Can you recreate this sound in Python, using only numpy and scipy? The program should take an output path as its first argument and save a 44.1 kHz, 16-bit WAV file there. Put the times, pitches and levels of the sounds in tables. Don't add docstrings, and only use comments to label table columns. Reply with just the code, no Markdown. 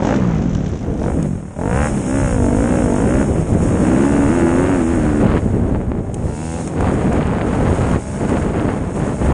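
import sys
import numpy as np
from scipy import signal
from scipy.fft import rfft, irfft, next_fast_len
from scipy.io import wavfile
from scipy.ndimage import uniform_filter1d

SR = 44100
rng = np.random.default_rng(int(sys.argv[2]) if len(sys.argv) > 2 else 0)


def gain_from_db(level_db):
    decades = np.asarray(level_db, float) / 20
    return 10 ** decades


def dump(signal):
    limited = np.clip(np.atleast_2d(signal).T, -1, 1)
    pcm = np.round(limited * 32767).astype(np.int16)
    wavfile.write(sys.argv[1], SR, pcm)


N = 411453
T_S = np.arange(N) / SR


def noise():
    return rng.standard_normal(N)


def rms_one(x):
    return x / np.sqrt(np.mean(x ** 2) + 1e-20)


def at_peak(x, peak_db):
    return x * gain_from_db(peak_db) / x.max()


def evened(x, span_s=0.099):
    span = int(span_s * SR)
    power = uniform_filter1d(uniform_filter1d(x ** 2, span), span)
    return x / np.sqrt(np.abs(power) + 1e-12)


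def in_time(rows):
    s, *columns = np.transpose(rows)
    return [np.interp(T_S, s, c) for c in columns]


def colour(x, spectrum):
    size = next_fast_len(N)
    hz = np.arange(size // 2 + 1) * SR / size + 1
    points = np.array(spectrum)
    gain_db = np.interp(np.log(hz), np.log(points[:, 0]), points[:, 1], left=-90, right=-90)
    return rms_one(irfft(rfft(x, size) * gain_from_db(gain_db), size)[:N])


def band(x, low_hz, high_hz, order=2):
    sos = signal.butter(order, [low_hz, high_hz], "band", fs=SR, output="sos")
    return signal.sosfilt(sos, x + 1e-18)


def centred(x, low_hz, high_hz, order=1):
    return band(band(x, low_hz, high_hz, order)[::-1], low_hz, high_hz, order)[::-1]


def muffled(x):
    return signal.sosfilt(signal.butter(3, 2500, fs=SR, output="sos"), x)


def resonance(x, hz, width_hz):
    r = np.exp(-np.pi * width_hz / SR)
    poles = [1, -2 * r * np.cos(2 * np.pi * hz / SR), r * r]
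    return signal.lfilter([(1 - r * r) / 2, 0, (r * r - 1) / 2], poles, x + 1e-18)


def rung(x, hz, width_hz, second_width_hz):
    return resonance(resonance(x, hz, width_hz), hz, second_width_hz)


def drift(rate_hz):
    r = np.exp(-40 * np.pi * rate_hz / SR)
    slow = signal.lfilter([1], [1, -2 * r, r * r], rng.standard_normal(N // 20 + 4002))[4000:]
    return np.interp(np.arange(N) / 20, np.arange(len(slow)), rms_one(slow))


def pulses(cycles, uneven_db):
    passed = np.diff(np.floor(np.maximum.accumulate(cycles)), prepend=-1) > 0
    return passed * gain_from_db(uneven_db * drift(33))


def puffs(clicks, decay_s):
    return signal.lfilter([1], [1, -np.exp(-1 / (decay_s * SR))], clicks + 1e-18)


def struck(events):
    clicks = np.zeros(N)
    clicks[[round(s * SR) for s, db in events]] = gain_from_db(np.array(events)[:, 1])
    return clicks


def loudest_db(events):
    return max(db for s, db in events)


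def speed_excess(per_s):
    return np.minimum(per_s, 72.0) - 60.0


# (dip time [s], dip speed [firings/s], peak time [s], peak speed [firings/s])
SPEED_SWINGS = [(0, 34.8, .165, 67.53), (.7, 32.68, .85, 38.39), (.97, 38.67, 1.15, 57.79),
                (1.513, 35.53, 1.871, 75.23), (2.054, 61.57, 2.169, 68.68), (2.469, 47.07, 2.754, 63.11),
                (2.894, 47.59, 3.246, 69.43), (3.47, 48.54, 3.71, 61.09), (3.805, 61.13, 4.13, 70.97),
                (4.25, 70.53, 4.354, 86.46), (4.473, 84.17, 4.714, 94.05), (4.847, 80.8, 4.929, 85.5),
                (5.015, 75.37, 5.055, 76.14), (5.11, 73.9, 5.601, 72.65), (5.921, 60.2, 6.0, 60.01),
                (6.06, 59.9, 6.381, 74.79), (6.398, 79.3, 6.584, 83.87), (6.75, 76.5, 6.8, 75),
                (8.0, 63, 8.13, 67), (9.2, 66, 9.34, 66)]


def speed():
    s, per_s = np.reshape(SPEED_SWINGS, (-1, 2)).T
    place = np.interp(T_S, s, np.arange(len(s)))
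    k = np.minimum(place.astype(int), len(s) - 2)
    part, middle_s = place - k, (s[:-1] + s[1:]) / 2
    is_open = np.any([(middle_s > row[0]) & (middle_s < row[1]) for row in THROTTLE_TWISTS], axis=0)
    coasting = ~is_open & (np.diff(per_s) < 0)
    quick_drop = (part + np.sin(np.pi / 2 * part)) / 2
    smooth = (1 - np.cos(np.pi * part)) / 2
    return per_s[k] + np.where(coasting[k], quick_drop, smooth) * np.diff(per_s)[k]


# (open [s], shut [s], blow level [dB], pipe ring level [dB], ring level on the overrun after [dB])
THROTTLE_TWISTS = [(0, .165, -29.5, -17, -15), (.99, 1.13, -34, -29, -17.5), (1.36, 1.36, -50, -30, -25),
                   (1.57, 1.72, -32.5, -22, -19), (1.72, 1.895, -31.5, -25, -19),
                   (2.06, 2.21, -33.5, -17, -22), (2.21, 2.36, -34.5, -21, -22),
                   (2.36, 3.25, -34.5, -16, -22), (3.6, 3.84, -41, -18.5, -18),
                   (3.84, 4.76, -35.5, -13.5, -15), (4.76, 5.24, -42, -15, -23),
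                   (6.25, 6.62, -47, -27, -28), (6.8, 7.22, -50, -31, -31), (7.45, 7.95, -50, -31, -28),
                   (7.99, 8.45, -47, -30, -34), (8.95, 9.4, -50, -33, -33)]


def throttle():
    roll_on_s, roll_on_db, twist_s = .07, -9, .05
    braking_per_s2, coast_db = 85.0, -15
    per_s, rows = speed(), np.array(THROTTLE_TWISTS)
    latest = np.maximum(np.searchsorted(rows[:, 0], T_S, "right") - 1, 0)
    _, shut_s, blow_db, ring_db, overrun_db = rows[latest].T
    is_open, fast = T_S < shut_s, speed_excess(per_s)
    blow_db = blow_db + roll_on_db * (1 - puffs(is_open, roll_on_s) / (roll_on_s * SR))
    braking = np.clip(-np.gradient(per_s) * SR / braking_per_s2, 0, 1)
    boom_db = np.where(is_open, ring_db, overrun_db + coast_db * (1 - braking) ** 2)
    bark_db = np.where(is_open, blow_db + 12 - .15 * fast, -42.5)
    crack_db = np.where(is_open, blow_db + .27 * fast, -57)
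    wrist = int(twist_s * SR)
    return [per_s] + [uniform_filter1d(1. * c, wrist) for c in (is_open, boom_db, bark_db, crack_db)]


# (time [s], lag after firing [cycles])
INTAKE_LAG = [
    (0, .22),
    (1.62, .215),
    (1.75, .255),
    (1.9, .262),
    (2.05, .226),
    (4.25, .226),
    (4.4, .283),
    (6.3, .303),
]


def blows(per_s):
    lag = in_time(INTAKE_LAG)[0] + .0011 * (speed_excess(per_s) + 2)
    strength = 1 - .4 * np.clip((per_s - 68) / 10, 0, 1)
    cycles = np.cumsum(per_s) / SR - .0235 * per_s[0] + .0015 * drift(25)
    firing = pulses(cycles, uneven_db=1.0)
    intake = pulses(cycles - lag, uneven_db=.5) + .45 * pulses(cycles - 2 * lag, uneven_db=.5)
    both = firing + strength * intake
    share = .8 * np.clip((per_s - 50) / 15, 0, 1)
    overlap = np.diff(np.floor(cycles - .77), prepend=-2) > 0
    kicks = (1 - share) * (firing + both) / 2 + share * overlap
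    return firing, both, kicks


def pipe_boom(firing, kicks, boom_db, crack_db):
    cold_hz, hot_hz = 159, 274
    hot = np.clip((crack_db - boom_db + 31) / 8, 0, 1) * np.clip((boom_db + 30) / 12, .2, 1)
    cold_ring = evened(rung(firing, cold_hz, 80, 140))
    hot_ring = evened(centred(resonance(kicks, hot_hz, 130), 165, 380, order=2))
    return gain_from_db(boom_db + 2.5) * (np.sqrt(1 - hot) * cold_ring + np.sqrt(hot) * hot_ring)


def exhaust_crack(per_s, firing, both, crack_db):
    spike = centred(firing + .35 * (both - firing), 450, 4000)
    spike = muffled(muffled(spike)[::-1])[::-1]
    spike = rms_one(spike) + .6 * rms_one(resonance(spike, 1480, 400))
    sharp = np.clip((per_s - 46) / 16, 0, 1)
    rounded = evened(centred(spike, 400, 2000))
    return gain_from_db(crack_db + 7) * (sharp * evened(spike) + (1 - sharp) * rounded)


# (time [s], low thump [dB], bark [dB], howl [dB], tailpipe ring [dB])
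LOAD_VOICE = [(0, -2, -2, -7, -13), (.9, 0, -1, -10, -20), (1.55, -5, -1.5, -9, -20),
              (1.75, 1, -2, -7, -16), (1.9, 2, -2, -6, -16), (2.05, 0, -1, -9, -18),
              (2.3, -2, -.5, -12, -14), (3.25, -2, -1, -13, -14), (4.0, 0, -4, -8, -11),
              (5.3, 0, -4, -8, -12), (6.2, 3, -1, -2, -12), (6.35, 8, 3, 2.5, -4), (6.6, 8, 3, 2.5, -4),
              (6.8, 0, 2, -3, -16), (9.33, 0, 2, -3, -16)]


def exhaust(per_s, boom_db, bark_db, crack_db):
    firing, both, kicks = blows(per_s)
    low_db, mid_db, howl_db, tail_db = in_time(LOAD_VOICE)
    boom = pipe_boom(firing, kicks, boom_db, crack_db)
    suction = -np.roll(firing, round(.0027 * SR))
    thump = gain_from_db(bark_db + 4.5 + low_db) * evened(centred(suction, 35, 175))
    bark = evened(centred(resonance(both, 520, 400), 400, 670, order=2))
    bark = gain_from_db(bark_db + 2.5 + mid_db) * bark
    howl = evened(centred(resonance(both, 790, 300), 660, 1000, order=2))
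    howl = gain_from_db(bark_db + 2.5 + howl_db) * howl
    tail = gain_from_db(crack_db + tail_db) * evened(rung(firing, 2680, 250, 350))
    crack = exhaust_crack(per_s, firing, both, crack_db)
    body = np.roll(boom + thump + bark + howl, -round(.0002 * SR))
    gas_gate = gain_from_db(crack_db) * evened(puffs(puffs(firing, 0.015), 0.00015))
    return body + crack + tail, gas_gate


# (start [s], length [s], flap level [dB], rumble level [dB])
GUSTS_ON_PORT = [(0, 0.25, -20, -34), (0.22, 0.55, -24, -23.5), (0.835, 0.42, -20.5, -24),
                 (1.25, 0.14, -29, -26.5), (1.61, 0.097, -28, -38), (1.72, .2, -23, -21),
                 (1.88, 0.19, -21, -33), (2.162, 0.46, -24, -18.5), (2.48, 0.14, -18, -17.5),
                 (2.6, 0.26, -17, -23.5), (2.794, 0.32, -16.5, -25.5), (3.136, 0.3, -16.5, -21),
                 (3.481, 0.3, -15.5, -19), (3.696, 0.36, -14.5, -27), (4.124, 0.71, -17, -26),
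                 (4.246, 0.14, -17, -21), (4.887, 0.27, -18.5, -21), (5.222, 0.16, -15, -18.5),
                 (5.43, 0.33, -17, -19.5), (5.787, 0.21, -23, -23.5), (6.002, 0.17, -27, -28),
                 (6.16, 0.14, -25, -23.5), (6.576, 0.17, -23, -33), (6.79, 0.098, -12.5, -19.5),
                 (6.898, 0.15, -15.5, -24), (7.068, 0.161, -14.5, -22), (7.26, .3, -15.5, -23.5),
                 (7.572, 0.22, -16, -20), (7.811, .15, -16, -19.5), (8.058, .08, -29.5, -28.5),
                 (8.142, 0.055, -24, -30), (8.211, 0.042, -18, -28), (8.298, 0.079, -16, -24.5),
                 (8.418, 0.078, -18.5, -23.5), (8.546, 0.23, -17, -25), (8.751, 0.17, -23, -26),
                 (8.966, 0.17, -19, -28), (9.218, .2, -16.5, -18)]


def gusts():
    calm_db, rise_db_per_s, fall_db_per_s = -34, 250.0, 300.0
    t, out = T_S[::32], calm_db
    for s, length_s, *db in GUSTS_ON_PORT:
        before_s, after_s = np.maximum(s - t, 0), np.maximum(t - s - length_s, 0)
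        out = np.maximum(out, np.c_[db] - rise_db_per_s * before_s - fall_db_per_s * after_s)
    return [np.interp(T_S, t, row) for row in out]


# (frequency [Hz], density [dB per Hz])
RUMBLE_SPECTRUM = [(15, -44), (25, -9.5), (40, -8.5), (65, -2.5), (110, -5.5), (150, -15), (250, -41.5)]
FLAP_SPECTRUM = [(70, -25.5), (110, -3.5), (160, 1), (240, -1), (400, -6.5), (700, -17), (1200, -39)]
ROAR_SPECTRUM = [(250, -22.5), (450, 3.5), (800, -1.5), (1400, -7.5), (2000, -13), (2900, -20.5),
                 (3900, -28), (5000, -29), (6000, -55)]
# (time [s], roar against flap [dB])
HELMET_FACING = [(0, -15.5), (.33, -9.5), (.45, -17), (1.0, -25), (1.47, -14.5), (1.7, -13.5), (2.5, -18),
                 (3.55, -19.5), (4.2, -14.5), (5.38, -14), (5.45, -23), (6.1, -20), (6.75, -17), (8.0, -14),
                 (9.33, -14.5)]


def wind(gas_gate, crack_db, flap_db, rumble_db, gust_db):
    facing_db, = in_time(HELMET_FACING)
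    roar_db = 20 * np.log10(np.hypot(gain_from_db(flap_db + facing_db), gain_from_db(crack_db - 8)))
    eddies = colour(noise(), FLAP_SPECTRUM)
    flap = evened(band(np.expm1(0.3 * eddies), 55, 3500, order=1), 0.069)
    rumble = evened(colour(noise(), RUMBLE_SPECTRUM), 0.14)
    rumble = gain_from_db(rumble_db + 5.5 + 0.58 * gust_db) * rumble
    flare = gain_from_db(flap_db - 27 + gust_db) * np.exp(0.68 * eddies) + gain_from_db(9.0) * gas_gate
    roar = evened(band(flare * colour(noise(), ROAR_SPECTRUM), 272, 4060), 0.019)
    passing = swell_passing()
    flap = flap * (1 - .7 * passing)
    roar = roar * (1 + .6 * passing)
    return rumble + gain_from_db(flap_db + gust_db + 3.5) * muffled(flap) + gain_from_db(roar_db + 9.0) * roar


# (time [s], level [dB])
HISS_LEVEL = [(0, -58.5), (.39, -63), (.45, -70), (.99, -53.5), (1.15, -47.5), (1.55, -50.5), (1.84, -40),
              (4.6, -43.5), (5.35, -48.5), (5.95, -58), (6.2, -51.5), (6.47, -44), (6.68, -42.5),
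              (6.71, -50), (7.3, -50.5), (7.8, -46), (8.85, -48.5), (9.33, -47)]


def hiss_level(per_s, opening):
    return in_time(HISS_LEVEL)[0] + 3 * opening + 0.1025 * speed_excess(per_s)


# (frequency [Hz], density [dB per Hz])
CASING_SPECTRUM = [(2060, -4), (3500, -13), (4370, -20), (4850, -17), (5550, -7), (6050, -13.5), (6290, -5),
                   (6570, -0.5), (7130, -4), (8980, -2), (9930, -8), (10500, -19.5), (11000, -24),
                   (14400, -48), (22000, -120)]


def valve_hiss(hiss_db):
    flicker_db = 0.86 * drift(12) + 0.93 * drift(170)
    return gain_from_db(hiss_db + 5.5 + flicker_db) * colour(noise(), CASING_SPECTRUM)


# (time [s], level [dB])
RATTLE_LEVEL = [
    (0, -52),
    (.05, -42),
    (.136, -43),
    (.2, -51),
    (.7, -50),
    (.98, -58.5),
    (1.052, -49),
    (1.15, -79),
    (1.3, -92),
]
# (frequency [Hz], density [dB per Hz])
RATTLE_SPECTRUM = [(600, -5), (1500, 3.5), (3500, 0.5), (4500, -7.5), (6100, 3), (7000, -0.5), (7800, -7.5),
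                   (10000, -34)]


def rattle():
    rattle_db, = in_time(RATTLE_LEVEL)
    knobs = np.arange(N) * 54.0 / SR + .3 + .03 * drift(25)
    taps = rms_one(puffs(pulses(knobs, uneven_db=5.0), .005))
    return gain_from_db(rattle_db + 11.5) * (0.54 + 0.48 * taps) * colour(noise(), RATTLE_SPECTRUM)


# (time [s], coarse level, 3-6.1 kHz [dB], fine level, 10-11.2 kHz [dB])
HISS_BAND_LEVEL = [(0, -25, -48), (1.6, -35, -36), (1.8, -33.5, -24.5), (4.9, -36, -25), (5.1, -21, -48),
                   (6.0, -24, -45), (6.2, -16.5, -27), (6.7, -16.5, -35), (7.0, -20, -45), (8.0, -18, -48),
                   (9.33, -22, -48)]


def hiss_bands(hiss_db):
    grit, (coarse_db, fine_db) = noise(), in_time(HISS_BAND_LEVEL)
    coarse = gain_from_db(coarse_db) * rms_one(band(grit, 3000, 6100))
    fine = gain_from_db(fine_db) * rms_one(band(grit, 9950, 11200, order=4))
    return gain_from_db(hiss_db + 10.5) * (coarse + fine)


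# (time [s], peak level [dB])
TICK_EVENTS = [(0.0393, -49), (0.074, -61), (0.354, -45), (0.6395, -56), (0.689, -40), (1.2256, -25),
               (6.142, -24), (6.6737, -24), (6.8056, -28.5), (6.939, -30), (7.1277, -29.5), (7.269, -32),
               (7.8153, -34), (7.9127, -30), (8.2916, -29), (8.9917, -31)]


def ticks():
    gate = puffs(puffs(struck(TICK_EVENTS), 0.0027), 0.0013) / 30
    return gain_from_db(-1.5) * gate * colour(noise(), CASING_SPECTRUM)


# (time [s], peak
# level [dB])
SLAP_EVENTS = [(1.039, -9), (1.083, -8), (3.55, -6), (5.804, -11), (8.294, -6), (4.958, -5), (5.092, -2),
               (5.099, -5), (5.178, -7), (5.313, -9), (5.373, -8), (5.748, -2), (5.814, -8), (5.918, -2),
               (6.677, -9), (7.081, -4), (7.121, -5), (7.678, -8), (7.718, -8), (8.328, -8), (8.587, -7),
               (8.999, -9), (9.26, -8), (7.059, -8), (7.208, -9), (7.531, -7), (7.781, -10), (8.223, -9),
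               (8.544, -11), (8.979, -9)]


def slaps(flap_db, gust_db):
    burst_db = flap_db + gust_db - 1.0 + 3.0 * np.minimum(rng.exponential(1, N), 2)
    bursting = (rng.random(N) < 70 / SR) * gain_from_db(burst_db)
    lone = struck(SLAP_EVENTS)
    pressure = puffs(lone + bursting, .0006) + .3 * puffs(lone, .0004)
    return at_peak(muffled(band(pressure, 70, 1500, order=1)), loudest_db(SLAP_EVENTS) - .2)


# (time [s], peak level [dB])
SWELL_EVENTS = [(5.242, 0), (5.266, -3), (5.282, 2), (5.299, -4), (5.312, 0), (5.363, -12), (5.372, -2),
                (6.805, -6), (6.826, -1), (6.84, -6), (6.855, -13), (6.873, -3), (6.885, 1), (6.896, 2),
                (6.905, -7), (7.01, -2), (7.123, -9), (7.164, -5), (7.209, -10), (7.228, -2), (7.255, 3),
                (7.329, -1), (7.347, -5), (7.38, -5), (7.41, -6), (7.531, -1), (7.547, -8), (7.593, -5),
                (7.608, -4), (7.652, 0), (7.664, -13), (7.679, -6), (7.702, -2), (7.717, 1), (7.808, -1),
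                (7.816, -5), (7.828, 1), (7.838, -14.5), (7.889, -3), (7.911, 4), (7.932, 2), (7.944, 4),
                (8.327, -6), (8.359, -6), (8.369, -5), (8.421, -6), (8.588, 1), (8.597, -4), (8.683, -8),
                (8.999, -1), (9.039, -7), (9.261, -4), (9.289, -1), (9.304, -2), (9.316, -6)]


def swell_passing():
    gate = puffs(puffs(struck(SWELL_EVENTS) > 0, .004), .001) / (.001 * SR)
    return np.minimum(3 * gate, 1)


def swells():
    return at_peak(resonance(puffs(puffs(struck(SWELL_EVENTS), 0.001), .0005), 185, 170), -1.5)


# (time [s], peak level [dB])
THUMP_EVENTS = [(5.747, -9), (5.917, -9), (6.007, -6), (8.76, -8), (6.18, -11), (6.197, -11), (6.214, -11),
                (6.23, -14), (6.255, -4), (6.293, -11), (6.331, -13)]


def landing_thumps():
    shocks = band(puffs(puffs(struck(THUMP_EVENTS), .0012), .0008), 60, 600)
    return at_peak(shocks, loudest_db(THUMP_EVENTS))


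def scene():
    per_s, opening, boom_db, bark_db, crack_db = throttle()
    engine, gas_gate = exhaust(per_s, boom_db, bark_db, crack_db)
    flap_db, rumble_db = gusts()
    gust_db = .8 * drift(2) + 1.8 * drift(15.2)
    hiss_db = hiss_level(per_s, opening)
    air = wind(gas_gate, crack_db, flap_db, rumble_db, gust_db)
    air = air + slaps(flap_db, gust_db) + swells()
    machinery = valve_hiss(hiss_db) + rattle() + hiss_bands(hiss_db) + ticks()
    return (engine + air + machinery + landing_thumps())[None]


def treble_gate(x):
    hole_db, holes_from_hz = -13.5, 3600
    hz, _, z = signal.stft(x, SR, nperseg=2048)
    power = uniform_filter1d(np.abs(z) ** 2, size=6, axis=1)
    hiss = power[:, (hz > 6500) & (hz < 9500)].mean(axis=1, keepdims=True)
    kept = (power > gain_from_db(2 * hole_db) * hiss) | (hz < holes_from_hz)[:, None]
    return signal.istft(z * kept, SR, nperseg=2048)[1][:, :N]


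def roll_off(x):
    return signal.sosfilt(signal.butter(12, 11190, fs=SR, output="sos"), x)


def record(dry):
    fade = np.minimum(np.minimum(np.arange(N)[::-1] / 300, np.arange(N) / 60), 1)
    mix = treble_gate(0.86 * np.tanh(fade * dry / 1.442))
    return roll_off(mix)


dry = scene()
out = record(dry)
dump(out)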